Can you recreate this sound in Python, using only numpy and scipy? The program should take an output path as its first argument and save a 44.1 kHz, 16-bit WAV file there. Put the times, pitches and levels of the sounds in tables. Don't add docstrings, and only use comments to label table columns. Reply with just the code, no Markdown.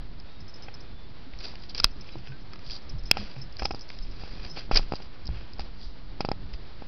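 import sys
import numpy as np
from scipy import signal
from scipy.fft import rfft, irfft, next_fast_len
from scipy.io import wavfile
from scipy.ndimage import uniform_filter1d, map_coordinates

SR = 44100
rng = np.random.default_rng(int(sys.argv[2]) if len(sys.argv) > 2 else 0)


def invert_db(x):
    u = np.asarray(x, float) / 20
    return 10 ** u


def store_pcm(level_fs):
    pcm = np.round(np.clip(level_fs, -1, 1) * 32767).astype(np.int16)
    wavfile.write(sys.argv[1], SR, np.atleast_2d(pcm).T)


N = 302967


def unit(x):
    return x / np.sqrt(np.mean(x ** 2) + 1e-20)


def peaked(x):
    return x / np.abs(x).max()


def along(points, hz):
    f, v = np.transpose(points)
    return np.interp(np.log(hz + 1), np.log(f + 1), v)


def filtered(x, response):
    m = next_fast_len(len(x) + 2048)
    return irfft(rfft(x, m) * response(np.fft.rfftfreq(m, 1 / SR)), m)[:len(x)]


def ringing(x, modes):
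    def response(f):
        total = 0
        for k, (centre, width, db) in enumerate(modes):
            damping = 1j * f * width
            total = total + (-1) ** k * invert_db(db) * damping / (centre * centre - f * f + damping)
        return total
    return filtered(x, response)


def wobble(rate):
    knots = rng.standard_normal(int(N * rate / SR) + 4)
    return map_coordinates(knots, [np.arange(N) * rate / SR])


def noise(spectrum):
    return unit(filtered(rng.standard_normal(N), lambda hz: invert_db(along(spectrum, hz))))


def add(track, s, sound):
    part = track[round(s * SR):][:len(sound)]
    part += sound[:len(part)]


# (centre [Hz], width [Hz], level [dB])
CASE_MID = [(1320, 525, 0), (2550, 377, 6), (3307, 120, 2.5)]
CASE_TOP = [(4150, 750, -2.5), (4840, 340, 4), (6220, 450, -11)]


def contact(out, s, push_db, ring_db, ring_hz, snap_db):
    lead = .004
    t = np.arange(SR // 10) / SR - lead
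    after, before = np.maximum(t, 0), np.minimum(t, 0)
    grit = rng.standard_normal((3, len(t)))
    t60 = .036 * invert_db(-.24 * (ring_db + 38))
    fade = invert_db(-60 * after / max(t60, .004))

    push = np.exp(-(t / .00033) ** 2) - .2 * np.exp(-((t - .0025) / .0022) ** 2)

    partials = np.cos(2 * np.pi * ring_hz * t) + .36 * np.cos(2 * np.pi * 1.62 * ring_hz * t)
    ring_fade = invert_db(-60 * after * ring_hz / 22)
    ring = ring_fade * np.exp(-(before / .00018) ** 2) * partials

    late = .0015 * (ring_hz < 900)
    burst = np.exp(-np.abs((t - late) / np.where(t < late, .0008, .0013)) ** 3)
    rattle = invert_db(-12) * fade * (t > late)
    strike = (np.exp(-(t / .00052) ** 2) + rattle) * grit[0] - .6 * np.exp(-(t / .00006) ** 2)
    click = peaked(ringing(strike, CASE_MID))
    grains = peaked(ringing((burst + rattle) * grit[1], CASE_TOP))
    whistle = burst * np.sin(2 * np.pi * (5050 + 130 * grit[2, 0]) * t)
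    snap = .58 * whistle + .5 * grains

    sound = invert_db(push_db + 6.5) * push + invert_db(ring_db) * (.57 * ring + .65 * click) + invert_db(snap_db) * snap
    add(out, s - lead, sound)


# (time [s], ring level [dB], ring pitch [Hz], snap level [dB])
TICKS = [(0.6862, -33, 1560, -60), (1.3362, -36, 2160, -47), (1.4106, -33.5, 2580, -39),
         (1.5557, -34, 2780, -33.5), (1.637, -37, 3100, -35.5), (1.7485, -31, 2910, -21.5),
         (1.78, -39, 2500, -21), (1.801, -20.5, 1350, -9), (1.8439, -4, 2565, 2),
         (1.8515, -21.5, 2650, -21), (2.0906, -34, 2380, -50), (2.2732, -33, 3140, -42),
         (2.321, -35.5, 1590, -49), (2.5347, -36, 1240, -32), (2.559, -36.5, 1260, -38),
         (2.5925, -40.5, 1210, -38), (2.6988, -33.5, 2580, -35.5), (3.1134, -2.5, 2610, 0),
         (3.595, -27, 1540, -27.5), (3.9027, -31.5, 2160, -34), (3.9886, -37.5, 2640, -33.5),
         (4.7478, -35, 2570, -17.5), (4.7602, -16.5, 2152, -8), (4.7731, -24, 2520, -4),
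         (4.7755, -22.5, 2550, -9), (6.538, -36, 2640, -38)]


def claw_ticks():
    out = np.zeros(N)
    for s, ring_db, ring_hz, snap_db in TICKS:
        contact(out, s, ring_db - 16, ring_db, ring_hz, snap_db)
    return out


# (time [s], push [dB], ring [dB], snap [dB])
KNOCKS = [(0.6843, -41, -31, -56), (1.539, -40, -44.5, -55), (2.1566, -33, -54, -51),
          (3.1705, -32.5, -18.5, -27), (3.3651, -44.5, -38.5, -51), (3.622, -27.5, -23.5, -30),
          (3.631, -34.5, -32, -30), (3.6528, -30, -34, -18.5), (3.655, -33, -17, -13),
          (3.7087, -28, -26, -29), (3.7115, -34.5, -25.5, -30), (3.7383, -36, -46, -55),
          (3.7468, -30.5, -39, -29.5), (4.2366, -38.5, -36, -42.5), (4.2769, -47, -39.5, -42),
          (4.573, -34, -32, -39.5), (4.6942, -44, -47, -55), (4.7135, -20.5, -18, -27),
          (4.7945, -28, -29.5, -33), (4.9221, -21, -25, -31), (4.937, -22, -31, -34),
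          (5.0026, -38.5, -41.5, -51), (5.2908, -35, -42, -51.5), (5.5948, -34.5, -24.5, -25.5),
          (6.2066, -22, -21, -18.5), (6.2494, -21, -24, -30), (6.2884, -21.5, -26.5, -28),
          (6.3162, -20, -20, -23), (6.8223, -34, -38, -48)]


def case_knocks():
    out = np.zeros(N)
    for s, push_db, ring_db, snap_db in KNOCKS:
        contact(out, s, push_db, ring_db, 802, snap_db)
    return out


# (time [s], snap level [dB])
PLUCKS = [(0.2005, -35), (1.3892, -34), (1.6261, -43), (2.186, -39.5), (3.0368, -37), (3.5262, -36.5),
          (3.5686, -29.5), (3.794, -33), (3.891, -35), (4.9559, -26.5), (5.2564, -33), (5.27, -28.5),
          (5.2762, -28.5), (5.535, -34.5), (5.5849, -41)]


def rope_plucks():
    out = np.zeros(N)
    for s, snap_db in PLUCKS:
        contact(out, s, snap_db - 25, snap_db - 21.5, 2600, snap_db)
    return out


# (time [s], peak level [dB], 60 dB decay [s])
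BELL_HITS = [(0.3182, -58, 0.1), (0.4044, -46.5, 0.094), (0.479, -45.5, 0.13), (0.5389, -43, 0.1),
             (0.5594, -49, 0.093), (0.623, -41.5, 0.13), (0.7399, -40, 0.052), (0.8036, -43.5, 0.062),
             (1.9083, -48, 0.088), (2.0093, -41, 0.054), (2.0682, -47.5, 0.062), (2.119, -46, 0.05),
             (2.2732, -53, 0.15), (2.4094, -45.5, 0.053), (2.819, -51.5, 0.1), (2.893, -36, 0.056),
             (2.984, -45.5, 0.065), (3.0555, -38, 0.12), (3.3803, -47, 0.094), (3.4144, -35.5, 0.075),
             (3.5846, -47.5, 0.11), (3.5932, -37, 0.12), (3.6401, -32.5, 0.11), (3.684, -51, 0.092),
             (3.7204, -33.5, 0.036), (3.8088, -35.5, 0.082), (4.023, -43.5, 0.086), (4.112, -47.5, 0.084),
             (4.475, -42.5, 0.097), (4.496, -38.5, 0.2)]
# (pitch [Hz], level [dB])
BELL = [(5170, -1.5), (5520, -19.5), (5860, -11.5)]


def bell():
    out, rolling, t = np.zeros(N), np.zeros(N), np.arange(SR // 4) / SR
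    bend = np.cumsum(40 * wobble(60)) / SR
    for s, db, t60 in BELL_HITS:
        luck = rng.standard_normal((len(BELL), 2))
        fade = invert_db(db - 60 * t / max(t60, .01)) * (1 - np.exp(-t / .00084))
        add(rolling, s, fade)
        for (hz, level_db), (louder, sharper) in zip(BELL, luck):
            turns = (hz + 25 * sharper) * t + bend[round(s * SR):][:len(t)]
            add(out, s, invert_db(level_db + louder) * fade * np.sin(2 * np.pi * turns))
    grit = unit(ringing(rng.standard_normal(N), [(hz, 220, db) for hz, db in BELL]))
    return (out + .53 * rolling * grit) * invert_db(2.2 * wobble(190))


# (peak time [s], rise [s], fall [s], peak level [dB], body under it [dB])
SWIPES = [(1.454, 0.12, 0.12, -40, -9.5), (1.634, 0.085, 0.082, -49.5, -11),
          (1.792, 0.048, 0.02, -36.5, -10), (1.839, 0.0087, .006, -34, -5), (2.09, 0.36, 0.33, -58, 1.5),
          (2.25, 0.18, 0.34, -62, 1), (2.665, 0.074, 0.065, -49, -13), (2.735, 0.072, 0.058, -35.5, -17),
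          (3.165, 0.1, .02, -50, 5), (3.66, 0.027, 0.03, -39, -9), (4.25, 0.2, 0.24, -49.5, -3.5),
          (4.45, 0.17, 0.069, -48, -1.5), (4.579, 0.035, 0.093, -39, -2.5), (4.774, 0.05, 0.023, -22.5, -6),
          (4.956, 0.071, 0.051, -42.5, -13), (5.37, 0.25, 0.26, -58, 5.5), (5.822, 0.088, 0.17, -47, -29.5),
          (6.54, 0.024, 0.041, -49.5, -7.5)]
# (time [s], fall [s], peak level [dB], body under it [dB])
DRAGS = [(1.753, .11, -39, -9.5), (3.594, 0.041, -49, 5), (3.627, 0.012, -38, 3), (3.75, 0.039, -45.5, -8),
         (6.21, 0.022, -36.5, -2.5), (6.255, 0.016, -42.5, -10), (1.697, 0.036, -38, -16),
         (1.805, .045, -56, -6), (1.856, 0.052, -46, -5.5), (3.178, 0.28, -42, -2), (3.707, 0.15, -58, -16),
         (3.882, 0.56, -52, -6.5), (4.719, 0.031, -34, 0), (4.8, 0.1, -44, -3), (5.022, 0.082, -50, -6),
         (5.6, 0.072, -44, -7.5)]
# (centre [Hz], width [Hz], level [dB])
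RASP = [(3333, 610, -7)]
CASE_LOW = [(770, 44, -2.5), (496, 620, -6.5)]


def scrapes():
    t, gains = np.arange(N) / SR, np.zeros((3, N))
    drags = [(s, .0097, *rest) for s, *rest in DRAGS]
    for s, rise, fall, db, body_db in SWIPES + drags:
        near = slice(round((s - rise) * SR), round((s + fall) * SR))
        distance = np.abs((t[near] - s) / np.where(t[near] < s, rise, fall))
        loss = 25.5 * distance ** .97
        layers_db = [-loss, body_db - loss, -2 + .77 * body_db - loss]
        gains[:, near] += invert_db(db + np.array(layers_db))
    gains = uniform_filter1d(gains, size=180)
    clumps = invert_db(3 * wobble(300) + 1.5 * wobble(60))
    layers = (CASE_TOP + RASP, CASE_MID, CASE_LOW)
    grains = [unit(ringing(clumps * rng.standard_normal(N), modes)) for modes in layers]
    return np.sum(gains * grains, axis=0)


def swings(rows, attack):
    out, t = np.zeros(N), np.arange(SR // 2) / SR
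    for s, db, hz, t60 in rows:
        fade = invert_db(db + 10 - 60 * t / max(t60, .02)) * (1 - np.exp(-t / attack))
        add(out, s, fade * np.sin(2 * np.pi * hz * t))
    return out


# (time [s], peak level [dB], pitch [Hz], 60 dB decay [s])
THUDS = [(2.15, -37, 334, 0.074), (5.285, -36, 164, 0.14), (1.265, -37, 264, 0.08),
         (2.161, -37, 124.4, 0.16), (2.29, -33.5, 132.5, 0.15), (2.929, -34, 151, 0.13),
         (2.948, -25.5, 99, 0.081), (3.188, -32, 207.4, 0.13), (3.363, -32.5, 130.2, 0.18),
         (4.506, -42, 155, 0.18), (5.282, -35, 98.5, 0.12), (5.309, -34, 99, 0.22)]


def paw_thuds():
    return swings(THUDS, attack=.022)


# (time [s], peak level [dB], pitch [Hz], 60 dB decay [s])
HEAVES = [(1.33, -40, 41.8, .2), (5.6, -36.5, 62.6, .12), (5.86, -33.5, 46, 0.14), (1.803, -37, 22.6, 0.51),
          (1.847, -24, 24, 0.13), (2.689, -32.5, 21.5, 0.13), (2.91, -33.5, 21.8, 0.16),
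          (2.97, -29.5, 21.7, 0.28), (3.618, -30, 51, 0.15), (3.709, -33, 48, 0.13),
          (3.998, -32.5, 22.2, 0.41), (4.728, -18, 20.4, 0.39), (4.919, -51, 29.9, 0.15),
          (5.288, -24.5, 54.7, 0.1), (5.35, -36, 49.7, 0.32), (5.588, -35.5, 21.9, 0.26),
          (5.839, -45, 21.5, 0.21), (6.525, -35.5, 40, 0.29)]


def hand_heaves():
    return swings(HEAVES, attack=.0076)


# (time [s], length [s], pitch [Hz], level [dB])
SQUEAKS = [
    (.28, .16, 3750, -62),
    (.88, .2, 3500, -62),
    (2.115, .04, 3970, -52),
    (2.27, .11, 1510, -55),
    (0, 6.87, 4070, -72),
]


def squeaks():
    out = np.zeros(N)
    for s, length, hz, db in SQUEAKS:
        t = np.arange(round(length * SR)) / SR
        drift = np.cumsum(25 * wobble(25)[:len(t)]) / SR
        swell = invert_db(db + 3.2 * wobble(30)[:len(t)]) * np.sin(np.pi * t / length) ** .35
        add(out, s, swell * np.sin(2 * np.pi * (hz * t + drift)))
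    return out


# (time [s], level [dB])
HAND = [(0.0, -44), (0.42, -51), (1.84, -44), (1.89, -50.5), (2.64, -48.5), (3.12, -40.5), (3.48, -45.5),
        (4.59, -42.5), (4.8, -31), (5.01, -47.5), (5.87, -46), (6.87, -43)]
# (frequency [Hz], density [dB per Hz])
RUMBLE = [(4.7, -38.5), (8.0, -2.5), (16, -21.5), (20, -6.5), (27, -3), (90, -22), (120, -66.5),
          (200, -120)]
DRONE = [(35, -39), (60, 4), (182, -3.5), (273, -8.5), (301, -11.5), (400, -15), (520, -41), (880, -120)]
HISS = [(150, -38.5), (260, -4.5), (700, -10), (2840, -17), (4750, -15), (5900, -29.5), (6400, -66.5),
        (9000, -120)]


def background():
    s, db = np.transpose(HAND)
    motion_db = np.interp(np.arange(N) / SR, s, db - np.median(db))
    grip = wobble(9)
    rumble_db = np.minimum(-43 + motion_db, -39) + 2.7 * grip
    drone_db = -49 + .32 * motion_db + 1.9 * grip + 1.3 * wobble(14)
    hiss_db = -53 + wobble(7) + wobble(30)
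    return invert_db(hiss_db) * noise(HISS) + invert_db(rumble_db) * noise(RUMBLE) + invert_db(drone_db) * noise(DRONE)


def scene():
    contacts = claw_ticks() + case_knocks() + rope_plucks()
    lows = paw_thuds() + hand_heaves()
    return (contacts + bell() + scrapes() + lows + squeaks() + background())[None]


# (frequency [Hz], level [dB])
EDGE = [(5700, -0.5), (6050, -12), (6350, -33.5), (6700, -59.5), (7500, -84.5)]


def microphone(x):
    x = filtered(x, lambda hz: invert_db(along(EDGE, hz)))
    x = x / (1 + np.abs(x / .72) ** 14) ** (1 / 14)
    return filtered(x, lambda hz: np.clip((16700 - hz) / 900, 0, 1)) + .02


def top_cut(x):
    return signal.sosfilt(signal.butter(12, 16880, fs=SR, output="sos"), x)


def record(dry):
    mix = microphone(dry[0])[None]
    return top_cut(mix)


dry = scene()
out = record(dry)
store_pcm(out)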